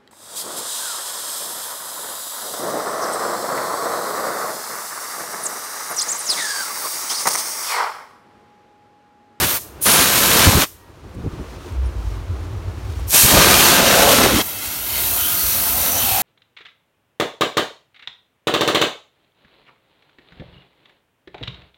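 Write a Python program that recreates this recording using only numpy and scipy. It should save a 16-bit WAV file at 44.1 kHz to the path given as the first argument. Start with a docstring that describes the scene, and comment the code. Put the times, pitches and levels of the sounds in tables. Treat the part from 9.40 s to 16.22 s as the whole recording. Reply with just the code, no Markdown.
"""Steam gun on the back of a car

A handheld steam gun is played over a car in a yard, in three bursts, close to a mono microphone.
Coloured noise makes the nozzle's hiss, the spray's sizzle, and the roar and wash of the jet on the bodywork;
moving reflections comb it, and a bank of resonances makes it sound hollow at the tail light.
Puffs of low noise buffet the microphone; in the pauses a cloth wipes the glass over a low wind rumble and
distant traffic. The recorder's gain control ducks under the roar and creeps back up afterwards."""
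import sys
import numpy as np
from scipy import signal
from scipy.fft import rfft, irfft
from scipy.io import wavfile
from scipy.ndimage import uniform_filter1d

SR = 44100
rng = np.random.default_rng(int(sys.argv[2]) if len(sys.argv) > 2 else 0)


def bounce(signal):
    """Save signal as a 16-bit WAV file at the path given by the first command-line argument."""
    frames = np.transpose(np.atleast_2d(signal))
    limited = np.clip(frames, -1, 1)
    pcm = np.round(limited * 32767).astype(np.int16)
    wavfile.write(sys.argv[1], SR, pcm)


N = 300762
TIME = np.arange(N) / SR  # s
FREQ = np.maximum(np.arange(N // 2 + 1) * SR / N, 1)  # Hz

# spectrum of the free jet's hiss: [f/Hz, relative level/dB per Hz]
HISS_SPECTRUM = [(5000, -37), (9000, -4.5), (11500, -0.5), (13000, 3.5), (16000, -0.5)]
# spectrum of the wet spray: [f/Hz, relative level/dB per Hz]
SIZZLE_SPECTRUM = [(2500, -12.5), (4500, -6), (6000, -2.5), (8500, -1), (10000, -3), (12500, -1.5),
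                   (16000, -36)]
# how far the jet is aimed into the hollow around the tail light: [t/s, share 0-1]
HOLLOW_AIM = [(0, 0), (5.0, 0.38), (5.7, 1), (6.82, 0.75)]


def undb(db):
    """Level and amplitude: 20 dB is a factor of ten in gain."""
    return 10 ** (np.asarray(db) / 20)


def curve(rows, column=1):
    """Linear interpolation: one column of a table, joined by straight lines in time."""
    rows = np.array(rows)
    return np.interp(TIME, rows[:, 0], rows[:, column])


def resonance(hz, width_hz):
    """Frequency response of a two-pole resonator, 1 at its centre."""
    return 1 / (1 + 1j * (FREQ ** 2 - hz ** 2) / (FREQ * width_hz))


def filtered(x, response):
    """Convolution theorem: a filter multiplies the spectrum by its response."""
    return irfft(rfft(x) * response, N)


def noise(response):
    """Filtered white noise takes the shape of the response; scaled to rms 1."""
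    x = filtered(rng.standard_normal(N), response)
    return x / x.std()


def colour(points):
    """Response through [f/Hz, level/dB] points, with skirts of 12 dB per octave outside them."""
    hz, db = np.transpose(points)
    skirts = np.minimum(FREQ / hz[0], 1) ** 2 * np.minimum(hz[-1] / FREQ, 1) ** 2
    return undb(np.interp(np.log(FREQ), np.log(hz), db)) * skirts


def walk(rate):
    """Low-passed noise as a smooth random motion of spread 1, up to about rate turns a second."""
    return noise(1 / (1 + (FREQ / rate) ** 4))


def ramp(start, length):
    """A raised-cosine step from 0 to 1."""
    return np.sin(np.pi / 2 * np.clip((TIME - start) / length, 0, 1)) ** 2


def swell(at, length):
    """A raised-cosine bell, above half height for the given length."""
    return np.cos(np.pi / 2 * np.clip((TIME - at) / length, -1, 1)) ** 2


def note(at, length, hz, db):
    """A pure tone in a bell envelope; the level is the rms at its peak."""
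    return np.sqrt(2) * np.sin(2 * np.pi * hz * TIME) * undb(db) * swell(at, length)


def rings(rows):
    """Band-passed noise in bell envelopes, each shaped by two equal resonators in series."""
    total = 0
    for at, length, hz, width, db in rows:
        total = total + undb(db) * swell(at, length) * noise(resonance(hz, width) ** 2)
    return total


def decay(elapsed, t60):
    """Exponential decay that loses 60 dB in t60 seconds."""
    return np.exp(-np.log(1000) * elapsed / t60)


def tail(t60, delay):
    """Diffuse reverberation: many small reflections that die away exponentially; energy 1."""
    echo = rng.standard_normal(N) * decay(TIME, t60) * (TIME > delay)
    return rfft(echo / np.linalg.norm(echo))


def trigger():
    """The valve controls the flow: gain of nozzle and impact, slant of the jet, gain of the bleeding steam."""
    # pulls of the trigger: [opens t/s, rise/s, let go t/s, nozzle hiss level/dB]
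    bursts = [(-.1, .05, .155, -15), (.405, 0.052, 1.215, -10.5), (3.66, 0.12, 7, -13)]
    # how the jet meets the car, one path a burst: [t/s, force level/dB, slant/dB]
    # slant above 0 is glancing and bright, below 0 square on and dark
    paths = [
        [(0, -16, -0.56), (.04, -8, -3.7), (.07, -17.5, -0.17), (.16, -20.5, -0.63)],
        [(.44, -31.5, 12), (.464, 0.5, -2), (.52, -0.5, 1), (.6, 1.5, -3), (.72, -6, 0.5), (.9, -2, -1),
         (1.05, 3.5, -3.5), (1.12, 0, -4), (1.2, -3.5, -3)],
        [(3.7, -36, 20), (3.745, 5.5, 7), (3.81, 3.5, 11), (3.9, 4, 2.5), (4.0, 8, -4.5), (4.27, 5, 0.5),
         (4.45, -0.5, -6), (4.7, 5.5, -0.5), (4.86, 2, -6), (4.95, -5.5, -5), (5.015, -6, -5),
         (5.028, -25, -5.5), (5.25, -24.5, 4), (5.45, -29.5, 1), (6.82, -22.5, 1.5)],
    ]
    # hand and cloth shield the nozzle's hiss: [from t/s, until t/s, fade/s, level/dB]
    shield = (5, 5.5, 0.25, -7.5)
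    close_s = 0.05  # the valve takes this long to shut
    bleed_db, bleed_t60_s = -14, 0.32  # steam left in the nozzle, level against the hiss
    nozzle = impact = slant = bleeding = 0
    for (opens, rise, let_go, db), path in zip(bursts, paths):
        shut = ramp(let_go, close_s)
        valve = (ramp(opens, rise) * (1 - shut)) ** 1.08
        nozzle = nozzle + valve * undb(db)
        impact = impact + valve * undb(curve(path))
        slant = slant + (valve > 0) * curve(path, 2)
        since_shut = np.abs(TIME - let_go - close_s)
        bleeding = bleeding + shut * undb(db + bleed_db) * decay(since_shut, bleed_t60_s)
    start, end, fade, shield_db = shield
    shielded = ramp(start, fade) - ramp(end, fade)
    return nozzle * undb(shield_db * shielded), impact, slant, bleeding


def hiss(nozzle, impact, slant, eddies):
    """Jet noise: small eddies hiss at the nozzle and in the splash, with passing bands of noise."""
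    splash_db, splash_per_slant = -3, 0.78  # dB against the roar, dB gained for each dB of slant
    splash = impact * undb(splash_db + splash_per_slant * slant)
    gain = np.hypot(nozzle, splash)
    return gain * undb(0.8 + 1.45 * eddies) * (noise(colour(HISS_SPECTRUM)) + jet_bands())


def droplets(rate, spread_db):
    """Shot noise: dense clicks of condensed water, of very unequal size; rms 1."""
    struck = rng.random(N) < rate / SR
    x = struck * rng.standard_normal(N) * undb(spread_db * rng.standard_normal(N))
    x = filtered(x, colour(SIZZLE_SPECTRUM))
    return x / x.std()


def sizzle(nozzle, impact, slant, eddies):
    """Wet spray sizzles: continuous bright noise with the shot noise of droplets."""
    nozzle_db, impact_db = -9.5, -1  # free jet against its hiss, impact against its roar
    gain = np.hypot(nozzle * undb(nozzle_db), impact * undb(impact_db + slant))
    spray = noise(colour(SIZZLE_SPECTRUM)) + undb(-7.0) * droplets(rate=2300, spread_db=7.0)
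    return gain * undb(-0.07 + 1.1 * eddies) * spray


def roar(impact, eddies, contact):
    """Impinging-jet noise: large eddies break on the bodywork, rougher where they strike harder."""
    # [f/Hz, relative level/dB per Hz]
    roar_spectrum = [(100, 1), (400, -4.5), (700, -6.5), (1000, 0.5), (1500, -1), (2100, -1), (3100, -1),
                     (4200, -1.5), (6000, -4.5), (10000, -9.5), (16000, -33.5)]
    flutter_db = 1.12 + 2.02 * eddies + contact * 2.01 * walk(300)
    return impact * undb(flutter_db) * noise(colour(roar_spectrum))


def wash(impact, slant, eddies, contact):
    """Wall-jet noise: large eddies wash over the flat panel, weaker where the jet glances."""
    # [f/Hz, relative level/dB per Hz]
    wash_spectrum = [(30, -19.5), (70, -9), (130, -7), (200, -0.5), (300, -1.5), (420, -0.5), (580, -1.5),
                     (800, -3.5), (1500, -3.5), (4000, -40)]
    wash_db, wash_per_slant = -5.5, 0.847  # dB against the roar, dB lost for each dB of slant
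    hollow_db = -4  # the tail light has no flat panel to wash over
    gain = impact * undb(wash_db - wash_per_slant * slant + hollow_db * curve(HOLLOW_AIM) ** 2)
    flutter_db = contact * (0.24 * eddies + 2.4 * walk(54))
    return gain * undb(flutter_db) * noise(colour(wash_spectrum))


def steam(nozzle, impact, slant, bleeding):
    """Turbulence is shared: common eddies make all parts of the jet flutter together."""
    eddies = 0.38 * walk(97) + 0.5 * walk(12)
    contact = (impact / impact.max()) ** 0.35  # the harder it strikes, the rougher it is
    jet = hiss(nozzle, impact, slant, eddies) + sizzle(nozzle, impact, slant, eddies)
    jet = jet + roar(impact, eddies, contact) + wash(impact, slant, eddies, contact)
    return jet + bleed(bleeding)


def panel_reflections(jet):
    """Comb filtering: two delayed copies of opposite sign interfere with the jet as their lags move."""
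    # reflections off the bodywork: [t/s, first lag/ms, second lag/ms, strength 0-1]
    panels = [(0, 1.9, 1.433, 0), (3.75, 1.2, 1.504, .12), (4.6, 1.45, 1.26, 0), (5.1, 1.575, 1.69, 0.38),
              (5.75, 1.176, 1.72, 0.08), (6.82, 1.1, 1.74, 0.06)]
    first = np.interp(TIME - curve(panels, 1) / 1000, TIME, jet)
    second = np.interp(TIME - curve(panels, 2) / 1000, TIME, jet)
    return jet + curve(panels, 3) * (first - second)


def tail_light_hollow(jet):
    """Cavity resonance: the modes of the hollow ring under the broadband jet."""
    # [f/Hz, width/Hz, mean level/dB]
    modes = [(276.5, 34.8, 2.5), (651, 153, 6), (1300, 190, -8), (2150, 110, -3), (2604, 178, -3.5),
             (3058, 208, -1.5), (3794, 200, -6), (4340, 260, -4), (5840, 270, -8), (9530, 130, -18.5)]
    total = 0
    for hz, width, db in modes:
        # hand and cloth pass over the hollow, so each mode comes and goes and slides up and down
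        up = (1 + np.tanh(1.17 * walk(3.5))) / 2
        low = filtered(jet, resonance(hz - width * 0.307, width))
        high = filtered(jet, resonance(hz + width * 0.307, width))
        total = total + undb(db + 5.4 * walk(3.5)) * ((1 - up) * low + up * high)
    return total


def bodywork(jet):
    """Superposition: the hollow adds to the combed jet, which weakens as the aim enters it."""
    aim = curve(HOLLOW_AIM)
    return panel_reflections(jet) * undb(-1.5 * aim) + aim * tail_light_hollow(jet)


def yard(x):
    """Scattering: car and ground return sound at once, shifting with the gun; house walls add a faint tail."""
    turn = np.pi * 1.1 * TIME  # crossfades two unlike scatterings as the gun moves
    near = np.cos(turn) * filtered(x, tail(t60=0.028, delay=0.0038))
    near = near + np.sin(turn) * filtered(x, tail(t60=0.089, delay=0.0025))
    far = filtered(x, tail(t60=0.62, delay=0.015))
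    return x + undb(-14 + 4.2 * curve(HOLLOW_AIM)) * near + undb(-34) * far


def buffets(impact, slant):
    """Wind noise: puffs of air and the draught of the deflected jet tumble over the microphone port."""
    # puffs: [t/s, length/s, level/dB]
    puffs = [(.03, 0.082, -19.5), (1.077, 0.035, 11.5), (1.174, .039, 5), (1.661, .045, -29.5),
             (1.785, 0.071, -26.5), (1.862, 0.0428, -19), (1.938, 0.0136, -24), (2.003, .04, -26),
             (3.848, 0.0228, 8), (3.961, 0.0735, 9), (4.944, .05, 0.5)]
    # [f/Hz, relative level/dB per Hz]
    puff_spectrum = [(20, -26), (45, -0.5), (75, 1), (130, -4), (250, -8.5), (450, -17.5), (900, -42),
                     (3000, -62.5)]
    draught_db = -16.5  # against the roar
    force = sum(undb(db) * swell(at, length) for at, length, db in puffs)
    draught = undb(draught_db - slant) * impact
    return np.hypot(force, draught) * noise(colour(puff_spectrum))


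def rumble():
    """Amplitude modulation: low wind rumble throbs unevenly and once swells to a clean note."""
    # [t/s, mean level/dB]
    rumble_level = [(0, -45.5), (2.3, -38), (2.36, -27.5), (3.7, -27), (5.3, -37.5), (6.82, -27.5)]
    # [f/Hz, relative level/dB per Hz]
    rumble_spectrum = [(20, -33), (38, -45), (52, 5.5), (66, -5), (88, 1.5), (110, -9), (140, -25.5),
                       (250, -33)]
    # the clean note: [t/s, length/s, f/Hz, level/dB]
    boom = (2.42, .11, 64, -18)
    throb = noise(resonance(8.2, 2.6))
    return undb(curve(rumble_level) + 2.4 * throb) * noise(colour(rumble_spectrum)) + note(*boom)


def street():
    """Diffuse background noise: distant traffic, dull and wavering slightly."""
    # [f/Hz, relative level/dB per Hz]
    street_spectrum = [(60, -7), (130, -2.5), (220, -10), (335, -3.5), (480, -9), (750, -13), (1150, -13),
                       (1800, -20.5), (3300, -25), (6000, -30), (9500, -35.5), (16000, -43)]
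    return undb(-38.5 + 0.5 * walk(16.5)) * noise(colour(street_spectrum))


def bleed(bleeding):
    """Exponential discharge: steam left in the nozzle hisses and sizzles away after the valve shuts."""
    return bleeding * (noise(colour(HISS_SPECTRUM)) + noise(colour(SIZZLE_SPECTRUM)))


def jet_bands():
    """Passing bands of noise: a broad bright swell, a low hump of the roar sliding down, short coloured swells."""
    # [t/s, length/s, f/Hz, width/Hz, level over the hiss/dB]
    bands = [(.51, 0.23, 10020, 2000, 1.5), (3.78, 0.13, 8270, 600, -9), (3.97, 0.11, 495, 450, 2),
             (4.6, 0.43, 533.6, 279, -3), (4.87, 0.092, 387, 220, 5.5), (4.96, 0.0585, 251, 150, 5.5),
             (5.9, 0.29, 1380, 402, -17.5), (6.13, .098, 6120, 1200, -15), (6.56, 0.102, 6060, 900, -9),
             (6.78, 0.186, 760.6, 174, -9.5)]
    return rings(bands)


def cloth():
    """Friction: a damp cloth rubs the glass in soft, grainy strokes and squeaks once in two harmonics."""
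    # strokes: [t/s, length/s, level/dB]
    wipes = [(2.114, .1, -52.5), (2.27, 0.122, -50), (2.69, .18, -51), (3.05, .08, -56), (3.57, 0.285, -48)]
    # [f/Hz, relative level/dB per Hz]
    cloth_spectrum = [(800, -8.5), (2500, 1.5), (5500, -0.5), (9000, -6.5), (15000, -12)]
    # [t/s, length/s, f/Hz, level/dB, level of the octave/dB]
    squeak_row = (1.43, .16, 945, -48, -53)
    pressure = sum(undb(db) * swell(at, length) for at, length, db in wipes)
    rubbing = pressure * undb(1.5 * walk(90)) * noise(colour(cloth_spectrum))
    at, length, hz, db, octave_db = squeak_row
    squeak = note(at, length, hz, db) + note(at, length, 2 * hz, octave_db)
    return rubbing + squeak


def handling():
    """Contact noise: a small squeak of the cloth on the glass, and ticks and knocks of hand and gun, as short
    bands of noise."""
    # [t/s, length/s, f/Hz, width/Hz, level/dB]
    contacts = [(1.748, 0.015, 6870, 9000, -52), (1.868, 0.0097, 480, 450, -35),
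                (2.27, .028, 329, 160, -30), (2.465, 0.0266, 9640, 600, -53),
                (2.465, 0.027, 5500, 300, -53.5), (3.597, .007, 790, 400, -35),
                (3.597, .007, 9000, 9000, -47.5)]
    return rings(contacts)


def scene():
    """Superposition: all sounds add at one microphone, the same on both channels."""
    nozzle, impact, slant, bleeding = trigger()
    jet = yard(bodywork(steam(nozzle, impact, slant, bleeding)))
    mono = jet + buffets(impact, slant) + rumble() + street() + cloth() + handling()
    return np.array([mono, mono])


def gain_control(x):
    """Compression: takes off a share of the excess over a threshold, then recovers at a steady rate."""
    threshold_db, squeeze, recover_db_per_s = -20, 0.69, 22.5  # squeeze: share of the excess
    detector_hz, detector_s = 300, 0.0216  # the detector rolls off below this pitch, averages this long
    window = int(detector_s * SR)
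    heard = filtered(x[0], np.minimum(FREQ / detector_hz, 1) ** 2)
    level_db = 10 * np.log10(np.maximum(uniform_filter1d(heard ** 2, window), 1e-12))
    wanted_db = squeeze * np.maximum(level_db - threshold_db, 0)
    recovery_db = recover_db_per_s * TIME
    # a running maximum on a rising slope: the cut jumps up and falls steadily
    cut_db = np.maximum.accumulate(wanted_db + recovery_db) - recovery_db
    return x * undb(-uniform_filter1d(cut_db, window))


def record(dry):
    """Recording chain: port notches, gain control, saturation of the peaks and a low-pass filter."""
    # dips in the microphone's response: [f/Hz, width/Hz, depth 0-1]
    port_dips = [(4840, 230, 0.26), (7696, 540, 0.31), (10443, 330, 0.48)]
    port = np.prod([1 - depth * resonance(hz, width) for hz, width, depth in port_dips], axis=0)
    x = gain_control(filtered(dry, port)) * undb(0.47)
    x = x / (1 + x ** 6) ** (1 / 6)  # rounds the loudest peaks
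    low_pass = signal.ellip(12, 0.1, 70, 16000, fs=SR, output="sos")
    return signal.sosfilt(low_pass, x)


dry = scene()
out = record(dry)
bounce(out)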